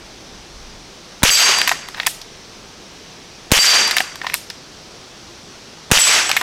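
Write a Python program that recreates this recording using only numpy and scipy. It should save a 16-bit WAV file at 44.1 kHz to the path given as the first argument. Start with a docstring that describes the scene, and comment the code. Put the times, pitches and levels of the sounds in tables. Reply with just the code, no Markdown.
"""A wood, one microphone near a shooting bench: leaves and insects hiss, wind rumbles on the microphone.
Three times a small rifle fires: hammer, crack and gas bursts, a pressure push and a slow suction.
Trunks throw single slaps back, a steel plate farther out smacks and rings high, leaves scatter a long hiss.
After each shot the lever is worked close by: clicks of struck modes, and bushes that answer them.
A fast limiter flattens the start of each shot into a plateau, and the blast clips."""
import sys
import numpy as np
from scipy import signal
from scipy.fft import rfft, irfft
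from scipy.io import wavfile
from scipy.ndimage import uniform_filter1d

SR = 44100
rng = np.random.default_rng(int(sys.argv[2]) if len(sys.argv) > 2 else 0)


def voltage_ratio(decibels):
    """Convert decibels (scalar or array-like) to amplitude ratios, 20 dB per decade."""
    exponent = np.asarray(decibels, float) / 20
    return 10 ** exponent


def to_wav(s):
    """Save 16-bit WAV."""
    ch = np.atleast_2d(s).T  # columns
    pcm = np.round(np.clip(ch, -1, 1) * 32767)  # PCM
    wavfile.write(sys.argv[1], SR, pcm.astype(np.int16))


N = 283101


def evened(x):
    """Scaled to rms 1."""
    return x / np.sqrt(np.mean(x ** 2) + 1e-20)


def read(f, value, hz):
    """Joins points on a log-frequency axis."""
    return np.interp(np.log(hz + 1), np.log(np.asarray(f) + 1), value)


def add(mix, s, sound):
    """Mixes a sound in at s seconds."""
    part = mix[round(s * SR):][:len(sound)]
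    part += sound[:len(part)]


def shaped(magnitude, size):
    """Noise whose short-time spectrum is magnitude (bins x frames)."""
    real, imag = rng.standard_normal(magnitude.shape[::-1] + (2,)).T
    return signal.istft((real + 1j * imag) * magnitude, nperseg=size, noverlap=size * 3 // 4)[1]


def patchy(frames, bins, long, wide):
    """Random patches (bins x frames) of rms 1, smoothed over long frames and wide bins."""
    noise = rng.standard_normal((frames, bins))
    return evened(uniform_filter1d(uniform_filter1d(noise, long, 0), wide, 1)).T


def ring(hz, t60, seconds):
    """One dying mode of random phase."""
    t = np.arange(round(seconds * SR)) / SR
    return voltage_ratio(-60 * t / t60) * np.sin(2 * np.pi * (hz * t + rng.random()))


# spectrum of the air in the wood: (frequency [Hz], relative level [dB per Hz])
AIR_SPECTRUM = [(15, -34.5), (25, -9), (64, -11.5), (92, -9.5), (114, -9), (166, -6.5), (285, -10),
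                (354, -7), (384, -7.5), (451, -10.5), (1890, -17.5), (5880, -15), (6920, -23.5),
                (14800, -44), (16000, -45)]


def leaves_and_insects():
    """Steady hiss all round the microphone: shaped noise in slightly uneven patches."""
    air_db = -39.5  # rms
    hz = np.fft.rfftfreq(1024, 1 / SR)[:, None]
    patches = patchy(N // 256 + 5, 513, 12, 14)
    spectrum_db = read(*np.transpose(AIR_SPECTRUM), hz) + .7 * patches
    return voltage_ratio(air_db) * evened(shaped(voltage_ratio(spectrum_db), size=1024)[:N])


# wind on the microphone, before the gusts: (time [s], level [dB])
WIND_LEVEL = [(0, -51), (.7, -41.5), (1, -55.5), (2.5, -52), (3.3, -59), (3.6, -52.5), (4.5, -61),
              (6.42, -61)]


def wind():
    """Lumpy wind on the microphone: low band noise with random gusts in level."""
    gust_db, gusts_per_s = 2, 3.22
    band = signal.butter(2, [18, 45], "band", fs=SR, output="sos")
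    rumble = evened(signal.sosfilt(band, rng.standard_normal(N)))
    t = np.arange(N) / SR
    gusts = np.interp(t * gusts_per_s, np.arange(64), rng.standard_normal(64))
    return rumble * voltage_ratio(np.interp(t, *np.transpose(WIND_LEVEL)) + gust_db * gusts)


def scatter(table):
    """Echo of a click among trees: each band builds up, then dies, in patches as clumps of leaves answer."""
    hz, t = np.fft.rfftfreq(256, 1 / SR)[:, None], np.arange(900) * 64 / SR
    f, db, t60, build = np.transpose(table)
    patches = patchy(900, 129, 8, 12)
    grown = np.sqrt(1 - np.exp(-(t / read(f, build, hz)) ** 2))
    level_db = read(f, db, hz) - 60 * t / read(f, t60, hz) + 1.654 * patches
    echo = shaped(voltage_ratio(level_db) * grown, size=256)
    return echo / np.linalg.norm(echo)


# the denser wood behind the plate: (frequency [Hz], relative level [dB], t60 [s], build-up [s])
FAR_WOOD_BANDS = [(193, -27, 1, 0.147), (671, -7.5, 0.933, 0.058), (1610, -2, 0.937, 0.066),
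                  (2780, -1.5, 0.875, 0.0358), (5205, -3, 0.568, 0.0113), (9200, -26, 0.38, 0.043)]


def far_wood():
    """The denser wood behind the plate scatters a duller echo."""
    return scatter(FAR_WOOD_BANDS)


# the wood: (frequency [Hz], relative level [dB], t60 [s], build-up [s])
WOOD_BANDS = [(60, -42.5, .5, 0.0078), (151, -6.5, 0.27, 0.08), (311, -15, 1, 0.458),
              (687, -7, 0.37, 0.011), (1580, -8.5, 0.654, 0.0098), (2980, 0, 0.573, 0.0285),
              (3565, -5, 0.585, 0.05), (5800, -3.5, 0.778, 0.026), (6254, -5, 0.788, 0.0044),
              (8730, -15, 0.747, 0.0079), (12520, -17.5, 0.557, 0.0081), (16000, -32, .5, .004)]


def wood():
    """Leaves of the wood scatter a long hiss."""
    return scatter(WOOD_BANDS)


# bushes near the bench: (frequency [Hz], relative level [dB], t60 [s], build-up [s])
BUSH_BANDS = [(500, -20, 0.31, 0.033), (1990, 0.1, 0.4, 0.025), (4590, 6, 0.28, 0.0185),
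              (6950, 3.5, 0.308, 0.0098), (11100, -4, 0.308, 0.0049), (15500, -5.5, .25, .01)]


def near_bushes():
    """The near bushes scatter the blows of the lever."""
    return scatter(BUSH_BANDS)


# modes of the steel plate: (frequency [Hz])
PLATE_MODE_HZ = (3781, 4708, 5600, 6425, 7631, 7766, 9114, 9550, 10640, 11590, 11715, 12570, 13265)
# decay of each mode, and its relative level in hits on three different spots:
# (t60 [s], first hit [dB], second hit [dB], third hit [dB])
PLATE_MODES = [(0.43, -28.5, -28.5, -24), (0.37, -3, -1, -13), (0.41, -19.5, -23, -15.5),
               (0.36, -11, -19, -16), (0.46, -12, -13, -14), (0.2886, -8.5, -15, 3), (0.434, -20, -23, -12),
               (0.51, -30, -31, -24), (0.516, -31, -35, -28), (0.32, -26, -32.5, -16.5),
               (0.26, -28, -29, -23), (0.346, -20, -18, -30.5), (.35, -18, -22, -20)]


def plate(hit):
    """The bullet's smack, then the modes; each wavers in strength and phase as its sound arrives by many paths."""
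    ring_db, waver, wavers_per_s = 4.5, .8, 90
    t = np.arange(SR) / SR
    smack = signal.lfilter([1, -1], [1, -1.6, .63], rng.standard_normal(SR))
    out = voltage_ratio(7 - 60 * t / .007) * smack
    out += voltage_ratio(10) * ring(2000, .007, 1)
    swell = np.sqrt(1 - .75 * np.exp(-t / .03))  # reflections from the backstop add up
    for hz, (t60, *db) in zip(PLATE_MODE_HZ, PLATE_MODES):
        draws = rng.standard_normal((80, 2)).T
        a, b = (np.interp(t, np.arange(80) / wavers_per_s, waver * v) for v in draws)
        mode = ((1 + a + 1j * b) * np.exp(2j * np.pi * hz * t)).imag
        out += voltage_ratio(db[hit] + ring_db - 60 * t / t60) * swell * mode
    return out


# the plate as it reaches the microphone: (time [s], level [dB])
HITS = [(1.3040, 3), (3.5893, 1), (5.9885, -1.5)]


def plate_hits():
    """Three hits on the plate, each echoed by the wood."""
    wood_db = -12
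    out = np.zeros(N)
    for hit, (s, db) in enumerate(HITS):
        add(out, s, voltage_ratio(db) * plate(hit))
    return out + voltage_ratio(wood_db) * signal.fftconvolve(out, wood())[:N]


# modes of the rifle's action, before each contact alters them: (frequency [Hz], relative level [dB], t60 [s])
ACTION_MODES = [(760, -5, .04), (980, -5, .04), (1250, -9, .03), (1540, -8, .035), (1830, -3, .04),
                (2100, -7, .03), (2600, -5, .02), (3750, -8, .018), (5200, -12, .014), (7300, -12, .014),
                (9300, -12, .012), (11450, -13, .014), (13500, -13, .01)]
# contacts of the action, levels against 2.2 kHz:
# (900 Hz level [dB], 5 kHz level [dB], 10.5 kHz level [dB], ring length [factor], rise [s])
CONTACT_SOUNDS = {"latch": (1.5, 11.5, 5, 0.8, .0007), "unlock": (-11.5, 3.5, -6, 0.55, .0006),
                  "eject": (-15, -9.5, -6.5, 0.7777, .0009), "rebound": (1.9, 14.1, 8.5, 0.92, .0007),
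                  "cock": (-13, 1.5, -6.5, 0.5044, .0006), "chatter": (-15, 6.5, -3, 0.45, .0007),
                  "stop": (1.5, -2.5, -5, 0.7344, .0007), "lifter": (5, 8, 4, 0.543, .0007),
                  "feed": (-7.5, -3, -20.5, .5, .0015), "nudge": (9, 0.5, -13.5, 0.42, .0008),
                  "slide": (-14, -10, -13, .55, .0011), "lock": (-9, 0, 7, .65, .0006),
                  "seat": (-6, 0, -9, .7, .0009), "trigger": (-5, 21, 4, 0.87, .0006)}


def click(db, contact):
    """A short crack and the action's modes, coloured by which parts meet; also returns the bare blow."""
    size, under_db = 4096, -17  # 150 Hz lies this far under 900 Hz
    t, hz = np.arange(size) / SR, np.fft.rfftfreq(size, 1 / SR)
    thud_db, snap_db, tick_db, length, rise = CONTACT_SOUNDS[contact]
    modes = np.zeros(size)
    for f, mode_db, t60 in ACTION_MODES:
        level = voltage_ratio(mode_db + 3 * rng.standard_normal())
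        modes += level * ring(f * rng.uniform(.95, 1.05), t60 * length, size / SR)
    crack = voltage_ratio(4 - 60 * t / (.012 * length)) * rng.standard_normal(size)
    loose_parts = uniform_filter1d(rng.standard_normal(size), size=5)  # duller
    rattle = voltage_ratio(5.5 - 60 * t / (0.04154 * length)) * loose_parts
    points_db = [thud_db + under_db, thud_db, 0, snap_db, tick_db]
    colour_db = db + read([150, 900, 2200, 5000, 10500], points_db, hz)
    colour_db += read([12500, 16500], [0, -14], hz)
    cepstrum = irfft(np.log(voltage_ratio(colour_db)))
    cepstrum[1:size // 2] *= 2  # folded onto positive time: a causal filter
    cepstrum[size // 2 + 1:] = 0
    colour = np.exp(rfft(cepstrum))
    struck = (modes + crack + rattle) * (1 - np.exp(-(t / rise) ** 2))
    return irfft(rfft(struck) * colour), irfft(colour)


# the bolt slides home: (time of the hardest rub [s], length after it [s], level [dB])
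BOLT_SLIDES = [(1.973, 0.087, -32), (4.242, 0.0925, -32)]


def bolt_rubs():
    """Sliding metal: random grit impulses excite the lower modes of the action."""
    rise_s, rise_db, fade_db = .018, -14, -12.5
    out = np.zeros(N)
    body = sum(voltage_ratio(db) * ring(f, t60 / 2, .05) for f, db, t60 in ACTION_MODES[:8])
    for s, length, db in BOLT_SLIDES:
        t = np.arange(-rise_s, length, 1 / SR)
        grit = voltage_ratio(1.66 * rng.exponential(1, len(t))) * (rng.random(len(t)) < 1500 / SR)
        rub = evened(signal.oaconvolve(grit, body)[:len(t)])
        level_db = db + np.interp(t, [t[0], 0, length], [rise_db, 0, fade_db])
        add(out, s + t[0], voltage_ratio(level_db) * rub)
    return out


# spent brass: (time [s], level [dB], t60 [s])
BRASS_RINGS = [(1.683, -29, .1), (1.701, -38, .08), (3.975, -38.5, .06), (6.294, -27.5, 0.031),
               (6.374, -29, 0.093)]


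def ejected_cases():
    """The spent brass rings in one high mode."""
    out = np.zeros(N)
    for s, db, t60 in BRASS_RINGS:
        add(out, s, voltage_ratio(db) * ring(12650, t60, .2))
    return out


# the lever worked after each shot: (time [s], level [dB], contact [name])
LEVER_CLICKS = [(1.5855, -17.5, "latch"), (1.596, -19.5, "chatter"), (1.6158, -3, "unlock"),
                (1.6758, 0, "eject"), (1.6796, -18.5, "rebound"), (1.6932, -2.5, "cock"),
                (1.6996, -20.5, "chatter"), (1.715, -8.5, "stop"), (1.7215, -14.5, "stop"),
                (1.8867, -26.5, "lifter"), (1.945, -14, "feed"), (1.9789, -27, "nudge"),
                (1.983, -22.5, "feed"), (1.9995, -3, "feed"), (2.0221, -44, "rebound"),
                (2.0319, -13, "slide"), (2.051, -19.5, "slide"), (2.0645, -8, "cock"), (2.0681, -3, "lock"),
                (2.0727, -7.5, "seat"), (2.2154, -36.5, "trigger"), (3.876, -21, "latch"),
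                (3.9107, -4, "unlock"), (3.9154, -14, "chatter"), (3.9672, 1.5, "eject"),
                (3.9725, -20, "rebound"), (3.9835, -1.5, "cock"), (3.9887, -21, "chatter"),
                (4.0043, -7, "stop"), (4.0119, -28, "stop"), (4.1571, -25.5, "lifter"),
                (4.215, -12, "feed"), (4.2453, -24, "nudge"), (4.2544, -31.5, "nudge"),
                (4.2668, -3, "feed"), (4.2985, -11, "slide"), (4.3215, -20.5, "slide"),
                (4.336, -10, "slide"), (4.3415, -7, "lock"), (4.3471, -12, "seat"), (4.501, -32, "trigger"),
                (4.5037, -18, "slide"), (6.2933, -17.5, "latch"), (6.3008, -14.5, "stop"),
                (6.3149, -3.5, "unlock"), (6.3663, 2, "eject"), (6.3719, -1.5, "eject"),
                (6.4124, -12, "stop"), (6.4184, -27, "stop")]


def lever():
    """Clicks, the rub of the bolt and the ring of the brass; the bushes throw each blow back."""
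    bush_db = 5.5
    out, blows = np.zeros((2, N))
    for s, db, contact in LEVER_CLICKS:
        sound, blow = click(db, contact)
        add(out, s - .0008, sound)
        add(blows, s, blow)
    echo = voltage_ratio(bush_db) * signal.fftconvolve(blows, near_bushes())[:N]
    return out + bolt_rubs() + ejected_cases() + echo


def slap(hz, cycles, t):
    """The blast thrown back by one trunk: a cycle or two."""
    return np.exp(-(2 * hz * t / cycles) ** 2) * np.sin(2 * np.pi * hz * t + 1.0)


# many small slaps: (rate [per s], level [dB], t60 [s], lowest frequency [Hz], highest frequency [Hz])
SMALL_SLAPS = (500, 1, .6, 1600, 3600)


def small_slaps():
    """Half a second of random slaps, a few strong and most weak: thick trunks answer low, thin ones high."""
    rate, db, t60, low_hz, high_hz = SMALL_SLAPS
    out, t = np.zeros(SR // 2), np.arange(SR // 2) / SR
    for hz in np.geomspace(low_hz, high_hz, 5):
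        draw, size = rng.random((SR // 2, 2)).T
        level = voltage_ratio(db - 60 * t / t60 - 3.53 * np.log(size + 0.00091))
        train = (draw < rate / 5 / SR) * level
        out += signal.oaconvolve(train, slap(hz, 1.31, t[:200] - t[100]))[:SR // 2]
    return out


# slow suction after the pressure push: (level [dB], time constant [s])
SUCTION = (7.2, 0.0187)


def pressure_push(t):
    """Overpressure that falls through zero, then a slow suction."""
    push_s, push_db = .002, 20
    suck_db, suck_s = SUCTION
    push = voltage_ratio(push_db) * (1 - t / push_s) * np.exp(-t / push_s)
    return push - voltage_ratio(suck_db) * t / suck_s * np.exp(-t / suck_s)


# hammer, crack, muzzle gas, bench: (time after the shot [s], rise [s], t60 [s])
BURST_TIMES = [(-.0105, .0004, .025), (-.0006, .0009, .006), (.0031, .0012, .011), (.0086, .0004, .008)]
# the same four, before rise and decay: (level [dB], centre [Hz], width [Hz])
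BURST_BANDS = [(-18, 1170, 2600), (18.5, 4280, 8400), (22.5, 3000, 11300), (14.5, 3740, 7000)]
# arrival of each slap from trunks and the backstop: (time after the shot [s])
SLAP_TIMES = (.0193, .0224, .0242, .0262, .0507, .0586, .0628, .0693, .0711, .0665, .0235)
# the same slaps, before a random change of level: (level [dB], frequency [Hz], length [cycles])
SLAP_SOUNDS = [(11, 2400, 1.2), (13, 2200, 1.1), (14, 2800, 1.8), (10, 2600, 1.2), (11, 2300, 1.1),
               (12, 1600, 1.1), (20, 3000, 2.2), (17, 2700, 1.4), (16, 2300, 1.3), (-10, 170, 1.1),
               (3, 500, 2.6)]


def muzzle():
    """Hammer, crack, gas, bench and pressure push, then the slaps; the shot falls 50 ms into the array."""
    shot_s = 1 / 20
    out, t = np.zeros(SR), np.arange(SR // 20) / SR
    for (s, rise, t60), (db, hz, width) in zip(BURST_TIMES, BURST_BANDS):
        r = np.exp(-np.pi * width / SR)
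        resonance = [1, -2 * r * np.cos(2 * np.pi * hz / SR), r * r]
        noise = evened(signal.lfilter([1], resonance, rng.standard_normal(len(t))))
        add(out, shot_s + s, voltage_ratio(db - 60 * t / t60) * (1 - np.exp(-(t / rise) ** 2)) * noise)
    add(out, shot_s + .0037, pressure_push(t))
    middle = t[-1] / 2
    for s, (db, hz, cycles) in zip(SLAP_TIMES, SLAP_SOUNDS):
        level = voltage_ratio(db + rng.standard_normal())
        add(out, shot_s + s - middle, level * slap(hz, cycles, t - middle))
    add(out, shot_s + .012, small_slaps())
    return out


# the rifle on the bench: (time [s], muzzle level [dB])
RIFLE_SHOTS = [(1.232, -2.5), (3.5169, -3), (5.9145, -3.5)]


def shots():
    """Each muzzle blast with its hiss from the wood and a later one from the far wood."""
    wood_db, far_db, far_s = 4.5, -5, .11
    out, echo_gain = np.zeros(N), np.sqrt(SR / 10)
    for s, db in RIFLE_SHOTS:
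        add(out, s - 1 / 20, voltage_ratio(db) * muzzle())
        add(out, s, voltage_ratio(db + wood_db) * echo_gain * wood())
        add(out, s + far_s, voltage_ratio(db + far_db) * echo_gain * far_wood())
    return out


def scene():
    """Air and wind, plate, lever and shots with their echoes, as one channel."""
    return (leaves_and_insects() + wind() + plate_hits() + lever() + shots())[None]


def roll_off(x):
    """The treble ends steeply here."""
    return signal.sosfilt(signal.butter(12, 16450, fs=SR, output="sos"), x)


def record(dry):
    """Bass cut, a limiter that grips in a few ms and lets go fast, hard clipping, treble edge."""
    x = signal.sosfilt(signal.butter(1, 22, "high", fs=SR, output="sos"), dry)
    peak_db = 20 * np.log10(abs(x[0]) + 1e-9)
    fall = np.arange(N) * 1583.0 / SR  # release: 1583 dB a second
    held_db = np.maximum.accumulate(peak_db + fall) - fall
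    over_db = np.maximum(held_db + 4.5, 0)  # threshold -4.5 dB
    grip = np.exp(-1 / (0.00478 * SR))  # attack time constant in s
    x = x / voltage_ratio(1.06 * signal.lfilter([1 - grip], [1, -grip], over_db))
    clipped = np.clip(x, -.97, .97)
    finished = signal.sosfilt(signal.butter(8, 16000, fs=SR, output="sos"), clipped)
    return roll_off(finished)


dry = scene()
out = record(dry)
to_wav(out)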